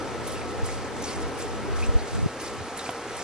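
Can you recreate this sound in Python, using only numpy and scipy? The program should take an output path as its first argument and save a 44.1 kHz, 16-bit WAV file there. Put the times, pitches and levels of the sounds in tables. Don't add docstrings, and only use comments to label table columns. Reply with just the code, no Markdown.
import sys
import numpy as np
from scipy import signal
from scipy.fft import rfft, irfft, next_fast_len
from scipy.io import wavfile
from scipy.ndimage import uniform_filter1d

SR = 44100
rng = np.random.default_rng(int(sys.argv[2]) if len(sys.argv) > 2 else 0)


def generate_wav(signal):
    frames = np.transpose(np.atleast_2d(signal))
    scaled = np.clip(frames, -1, 1) * 32767
    pcm = np.round(scaled).astype(np.int16)
    wavfile.write(sys.argv[1], SR, pcm)


N = 142443
NARROW_S = 2.1

# frequency in Hz, relative level in dB per Hz.
WIDE_COLOUR = [(100, -15), (256, -6.5), (500, -9.5), (800, -10.5), (1220, -13.5), (2140, -22), (5000, -27),
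               (9000, -44), (12500, -30), (14500, -52)]
# frequency in Hz, relative level in dB per Hz.
NARROWED_COLOUR = [(100, -15), (270, -32), (500, -24), (900, -19.5), (1300, -18.5), (2140, -24),
                   (5000, -27), (9000, -46), (12500, -33), (14500, -48)]


def amp(db):
    return 10 ** (np.asarray(db, float) / 20)


def evened(x):
    return x / np.sqrt(np.mean(x ** 2) + 1e-20)


def read(points, hz):
    point_hz, value = np.transpose(points)
    return np.interp(np.log(hz + 1), np.log(point_hz + 1), value)


def add(mix, start_s, sound):
    part = mix[round(start_s * SR):][:len(sound)]
    part += sound[:len(part)]


def noise(colour_db, patchy_db, size):
    frames = 4 * N // size + 5
    hz = np.fft.rfftfreq(size, 1 / SR)[:, None]
    real, imag, patch = rng.standard_normal((frames, len(hz), 3)).T
    patch = uniform_filter1d(patch, size=6, axis=0)
    patch = evened(uniform_filter1d(patch, size=8, axis=1))
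    t = np.arange(frames) * size / 4 / SR
    spectra = (real + 1j * imag) * amp(colour_db(hz, t) + patchy_db * patch)
    return evened(signal.istft(spectra, nperseg=size, noverlap=3 * size // 4)[1][:N])


def slow(rate_hz):
    hz = np.fft.rfftfreq(N, 1 / SR)
    return evened(irfft(rfft(rng.standard_normal(N)) / (1 + (hz / rate_hz) ** 2), N))


def low_cut(x):
    return signal.sosfilt(signal.cheby1(3, 2, 90, "high", fs=SR, output="sos"), x)


def rush():
    # frequency in Hz, relative level in dB per Hz.
    centre_colour = [(18, -50), (30, -9.5), (91, -8.5), (166, -8.5), (234, 0), (426, 1), (475, 1),
                     (654, -4.5), (777, -3.5), (1220, -7), (1330, -8), (1680, -9.5), (5000, -25.5),
                     (6500, -27.5), (11000, -120)]
    # time in seconds, level in dB, extra bass in dB.
    level_course = [(0, -35.5, 1.5), (.8, -37, 1.4), (1.2, -36, 2.5), (1.5, -36, -0.2), (1.95, -36, 2),
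                    (2.2, -37.5, -4), (2.4, -37, -1.5), (3.23, -35.5, -5)]
    bass_top_hz, wide_db, lean_left = 554, -46.5, 0.067
    s, level_db, bass_db = np.transpose(level_course)

    def centre_db(hz, t):
        bass = np.interp(t, s, bass_db) / (1 + (hz / bass_top_hz) ** 4)
        return read(centre_colour, hz) + bass + np.interp(t, s, level_db - level_db[0])

    def side_db(hz, t):
        return np.where(t < NARROW_S, read(WIDE_COLOUR, hz), read(NARROWED_COLOUR, hz))

    centre = amp(level_db[0]) * noise(centre_db, patchy_db=1.0, size=2048)
    side = amp(wide_db) * noise(side_db, patchy_db=0.0, size=1024)
    before = np.arange(N) < NARROW_S * SR
    return np.array([centre, side + lean_left * before * centre])


def motor():
    # multiple of shaft speed, centre level in dB, left-right level
    # before the narrowing in dB.
    hum_orders = [(7, -49.5, -60), (8, -46, -64), (9, -57, -66), (12, -55.5, -67), (13, -52, -61),
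                  (15, -62, -62), (22, -47, -63), (23, -57, -67)]
    # frequency in Hz, level in dB, start of the fade in seconds.
    low_drones = [(83, -50.5, 1.4), (122, -50.5, 1.8)]
    shaft_hz, waver_db, drone_fade_db_per_s = 59.18, 1.2, 6.5
    hum_fade_db_per_s = 0.06
    t, out = np.arange(N) / SR, np.zeros((2, N))
    for k, centre_db, side_db in hum_orders:
        hz = k * shaft_hz
        turn = 2 * np.pi * (hz * t + rng.random())
        narrowing_db = read(NARROWED_COLOUR, hz) - read(WIDE_COLOUR, hz)
        side_db = side_db + (t > NARROW_S) * narrowing_db
        gain = np.sqrt(2) * amp(waver_db * slow(3.2) - hum_fade_db_per_s * k * t)
        out += gain * np.array([amp(centre_db) * np.sin(turn), amp(side_db) * np.cos(turn)])
    for hz, db, fade_s in low_drones:
        db = db - drone_fade_db_per_s * np.maximum(t - fade_s, 0)
        gain = np.sqrt(2) * amp(db + 1.4 * slow(1.8))
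        cycles = np.cumsum(hz + 0.81 * slow(2.5)) / SR
        out[0] += gain * np.sin(2 * np.pi * cycles)
    return out


def buffet(band_hz):
    band = signal.butter(2, band_hz, "band", fs=SR, output="sos")
    x = signal.sosfilt(band, rng.standard_normal(N))
    envelope = abs(signal.hilbert(x, next_fast_len(N))[:N])
    return evened(x / uniform_filter1d(envelope, 700))


def wind():
    # time in seconds, thud level in dB, flutter relative to the thud in dB.
    gust_course = [(0.0, -45, -3), (0.339, -39, -6), (0.509, -40, -9), (0.564, -45, 3), (0.589, -29, -25),
                   (0.614, -40, -17), (0.634, -20, -16), (0.663, -36, -14), (0.758, -33, -21),
                   (0.958, -50.5, 6), (0.983, -38, -10), (1.147, -49.5, 5), (1.167, -32, -9),
                   (1.222, -36, -23), (1.247, -27, -32), (1.342, -52, 6), (1.367, -43, -2),
                   (1.541, -34, -16), (1.651, -42.5, 5.5), (1.726, -24.5, -18), (1.774, -28, -29),
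                   (1.836, -23, -25), (1.861, -34, -24), (1.896, -16, -37), (1.931, -36, -12),
                   (1.961, -12, -19), (1.995, -37, -30), (2.02, -30, -8), (2.085, -50, -10),
                   (2.14, -29, -5), (2.175, -31, 1), (2.24, -27, -6), (2.263, -36, 2), (2.305, -58, -3),
                   (2.594, -44.5, -0.5), (2.859, -63, -27), (3.063, -73, 6), (3.088, -48.5, -9),
                   (3.198, -48, -25), (3.228, -66, -7)]
    # time in seconds, signed size, width in seconds, factor of the filtered centre copy.
    wind_pops = [(1.894, -.12, .004, 0.01), (1.959, -.26, .0028, 0.01), (2.137, .12, .002, .4),
                 (2.157, -.09, .002, .6), (2.193, .17, .0016, .5), (2.23, -.16, .0018, .55),
                 (2.2415, -.22, .0024, 0)  , (2.2625, .4, .001, -.95), (2.583, .01, .002, 5),
                 (2.6085, .012, .0025, 6), (2.62, .01, .003, 4)]
    thud_hz, flutter_hz = (38.2, 83), (87, 238)
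    thud_leak_db, flutter_leak_db = -42, -10
    t = np.arange(N) / SR
    s, thud_db, flutter_db = np.transpose(gust_course)
    thud = amp(np.interp(t, s, thud_db)) * buffet(thud_hz)
    flutter_gain = amp(np.interp(t, s, thud_db + flutter_db))
    centre = amp(thud_leak_db) * thud + amp(flutter_leak_db) * flutter_gain * buffet(flutter_hz)
    side = thud + flutter_gain * buffet(flutter_hz)
    for at, size, width, centre_factor in wind_pops:
        u = (t - at) / width
        pop = size * (np.exp(-u ** 2) - .3 * np.exp(-(u / 3.3) ** 2))
        centre += centre_factor * low_cut(uniform_filter1d(pop, size=130))
        side += pop
    return np.array([centre, side])


def knock():
    # time in seconds, peak level before the low cut in dB, tilt above the lowest mode
    # in dB per octave.
    wood_blows = [(2.8921, -14, 0), (2.895, -21, 3), (2.9024, -24, -8)]
    # frequency in Hz, relative level in dB, time to fall by 60 dB in seconds.
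    wood_modes = [(520, 3, .016), (740, 12, .022), (960, 9, .012), (1450, 7, .008), (2200, 5, .009),
                  (3200, 2, .011)]
    out, t = np.zeros(N), np.arange(3000) / SR
    for start, db, tilt_db in wood_blows:
        ring = np.zeros(len(t))
        for hz, top_db, t60 in wood_modes:
            mode_db = top_db + tilt_db * np.log2(hz / wood_modes[0][0]) - 60 * t / t60
            ring += amp(mode_db) * np.sin(2 * np.pi * hz * t)
        add(out, start, amp(db) * ring / abs(ring).max())
    return low_cut(out)


def drops():
    # start in seconds, pitch in Hz, level before the flutter in dB,
    # decay length in seconds.
    loud_drops = [(0.269, 9250, -39, 0.014), (0.274, 11100, -35, 0.017), (0.317, 8790, -40, 0.008),
                  (0.318, 10600, -42, 0.036), (0.351, 2620, -39.5, 0.03), (0.413, 2370, -38.5, 0.0076),
                  (0.655, 10300, -38, 0.007), (0.659, 8550, -35.5, 0.013), (0.686, 7920, -44.5, 0.022),
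                  (0.689, 2080, -40, 0.017), (0.723, 5510, -46, 0.02), (0.725, 8500, -42, 0.009),
                  (1.022, 10000, -39, 0.0095), (1.023, 6670, -40, 0.009), (1.039, 6650, -47, 0.033),
                  (1.04, 6040, -33.5, 0.014), (1.055, 6230, -43, 0.012), (1.09, 4550, -39, 0.009),
                  (1.108, 5300, -43, 0.022), (1.13, 5900, -42, 0.011), (1.158, 8650, -40, 0.0089),
                  (1.386, 10800, -40, 0.018), (1.424, 7430, -38, 0.0093), (1.824, 2574, -35, 0.022),
                  (1.834, 3870, -43, 0.014), (1.861, 8060, -38.5, 0.0085), (1.988, 4290, -39.5, 0.017),
                  (2.415, 10800, -40, 0.02), (2.442, 5680, -42.5, 0.015), (2.464, 4770, -41, 0.0073),
                  (2.771, 7330, -39.5, 0.0079), (2.775, 9760, -35.5, 0.017), (2.791, 6720, -41, 0.007),
                  (2.792, 3750, -38.5, 0.022), (2.851, 4950, -42.5, 0.017), (2.861, 2380, -40, 0.0092),
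                  (2.865, 8000, -46, 0.007), (2.905, 10400, -39, 0.011), (3.166, 8200, -42, 0.023),
                  (3.167, 10000, -39, 0.008), (3.202, 5640, -41, 0.013), (3.223, 6500, -37, 0.007)]
    glide = .015
    rough, flutter_cycles = 1.5, 5
    out, draws = np.zeros(N), rng.standard_normal((len(loud_drops), 2, 2000))
    for (start, hz, db, length), pair in zip(loud_drops, draws):
        t = np.arange(pair.shape[1]) / SR
        a, b = (evened(uniform_filter1d(v, int(flutter_cycles * SR / hz))) for v in pair)
        flutter = (1 + rough * (a + 1j * b)) / np.hypot(1, rough)
        cycles = hz * t * (1 + glide * (t / length - 1) / 2)
        tone = (flutter * np.exp(2j * np.pi * cycles)).real
        envelope = np.minimum(t / 0.0002, 1) * np.exp(-(t / length) ** 1.34)
        add(out, start, amp(db) * tone * envelope)
    return out


def flow():
    # start in seconds, level before swell and clumps in dB, length in seconds.
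    paddle_splashes = [(0.237, -45, 0.084), (0.64, -44, 0.082), (0.96, -50.5, .02), (1.018, -43, 0.087),
                       (1.204, -50, 0.016), (1.372, -44, 0.037), (1.755, -45.5, 0.066), (2.072, -45, 0.062),
                       (2.397, -43.5, 0.064), (2.764, -45.5, 0.11), (3.082, -49.5, 0.073), (3.175, -44, .1)]
    trickle_db, swell_db, clump_db = -48.5, 1, 1.47
    rise_s, tail_s = 0.0031, 0.068
    t, power = np.arange(N) / SR, amp(2 * trickle_db)
    clumps = amp(clump_db * slow(45.0))
    for start, db, length in paddle_splashes:
        u = t - start
        shape = np.clip(u / rise_s, 0, 1) * np.exp(-np.maximum(u - length, 0) / tail_s)
        level = amp(db + swell_db * np.clip(u / length, 0, 1))
        power = power + (shape * clumps * level) ** 2
    return np.sqrt(power)


def patter():
    # frequency in Hz, relative level in dB per Hz.
    water_colour = [(1000, -12), (2000, 3.5), (3200, -2), (5000, 1), (7000, -0.5), (9000, -1),
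                    (11000, -7.5), (12500, -12), (13500, -32), (14500, -34)]
    grains_per_s, decay_cycles = 5000, 2.05
    spray_db = 2.5
    hits = 1.0 * (rng.random(N) < grains_per_s / SR)
    pitches = np.geomspace(1200, 13500, 80)
    kind, bubbles = rng.integers(0, len(pitches), N), np.zeros(N)
    for k, hz in enumerate(pitches):
        c = np.arange(0, 4 * decay_cycles, hz / SR)
        grain = np.sin(2 * np.pi * c * (1 + 0.0053 * c)) * np.exp(-c / decay_cycles) * np.minimum(c, 1)
        grain = grain * hz * amp(read(water_colour, hz))
        bubbles += signal.oaconvolve(hits * (kind == k), grain)[:N]
    spray = noise(lambda hz, t: read(water_colour, hz), patchy_db=3.0, size=256)
    return evened(evened(bubbles) + amp(spray_db) * spray)


def wheel():
    left_lag_s, right_db, diffuse_db = .00004, 1, -4.5
    gain = flow()
    direct = gain * patter() + drops() + knock()
    hz = np.fft.rfftfreq(N, 1 / SR)
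    late = irfft(rfft(direct) * np.exp(-2j * np.pi * hz * left_lag_s), N)
    diffuse = uniform_filter1d(gain, 600) * np.array([patter(), patter()])
    return np.array([late, amp(right_db) * direct]) + amp(diffuse_db) * diffuse


def scene():
    centre, side = rush() + motor() + wind()
    return wheel() + np.array([centre + side, centre - side])


def record(dry):
    centre_edge_hz, side_edge_hz = 11250, 14300

    def limited(x, edge_hz):
        return signal.oaconvolve(x, signal.firwin(511, edge_hz, window=("kaiser", 9), fs=SR), "same")

    centre = limited((dry[0] + dry[1]) / 2, centre_edge_hz)
    side = limited((dry[0] - dry[1]) / 2, side_edge_hz)
    return np.array([centre + side, centre - side])


dry = scene()
out = record(dry)
generate_wav(out)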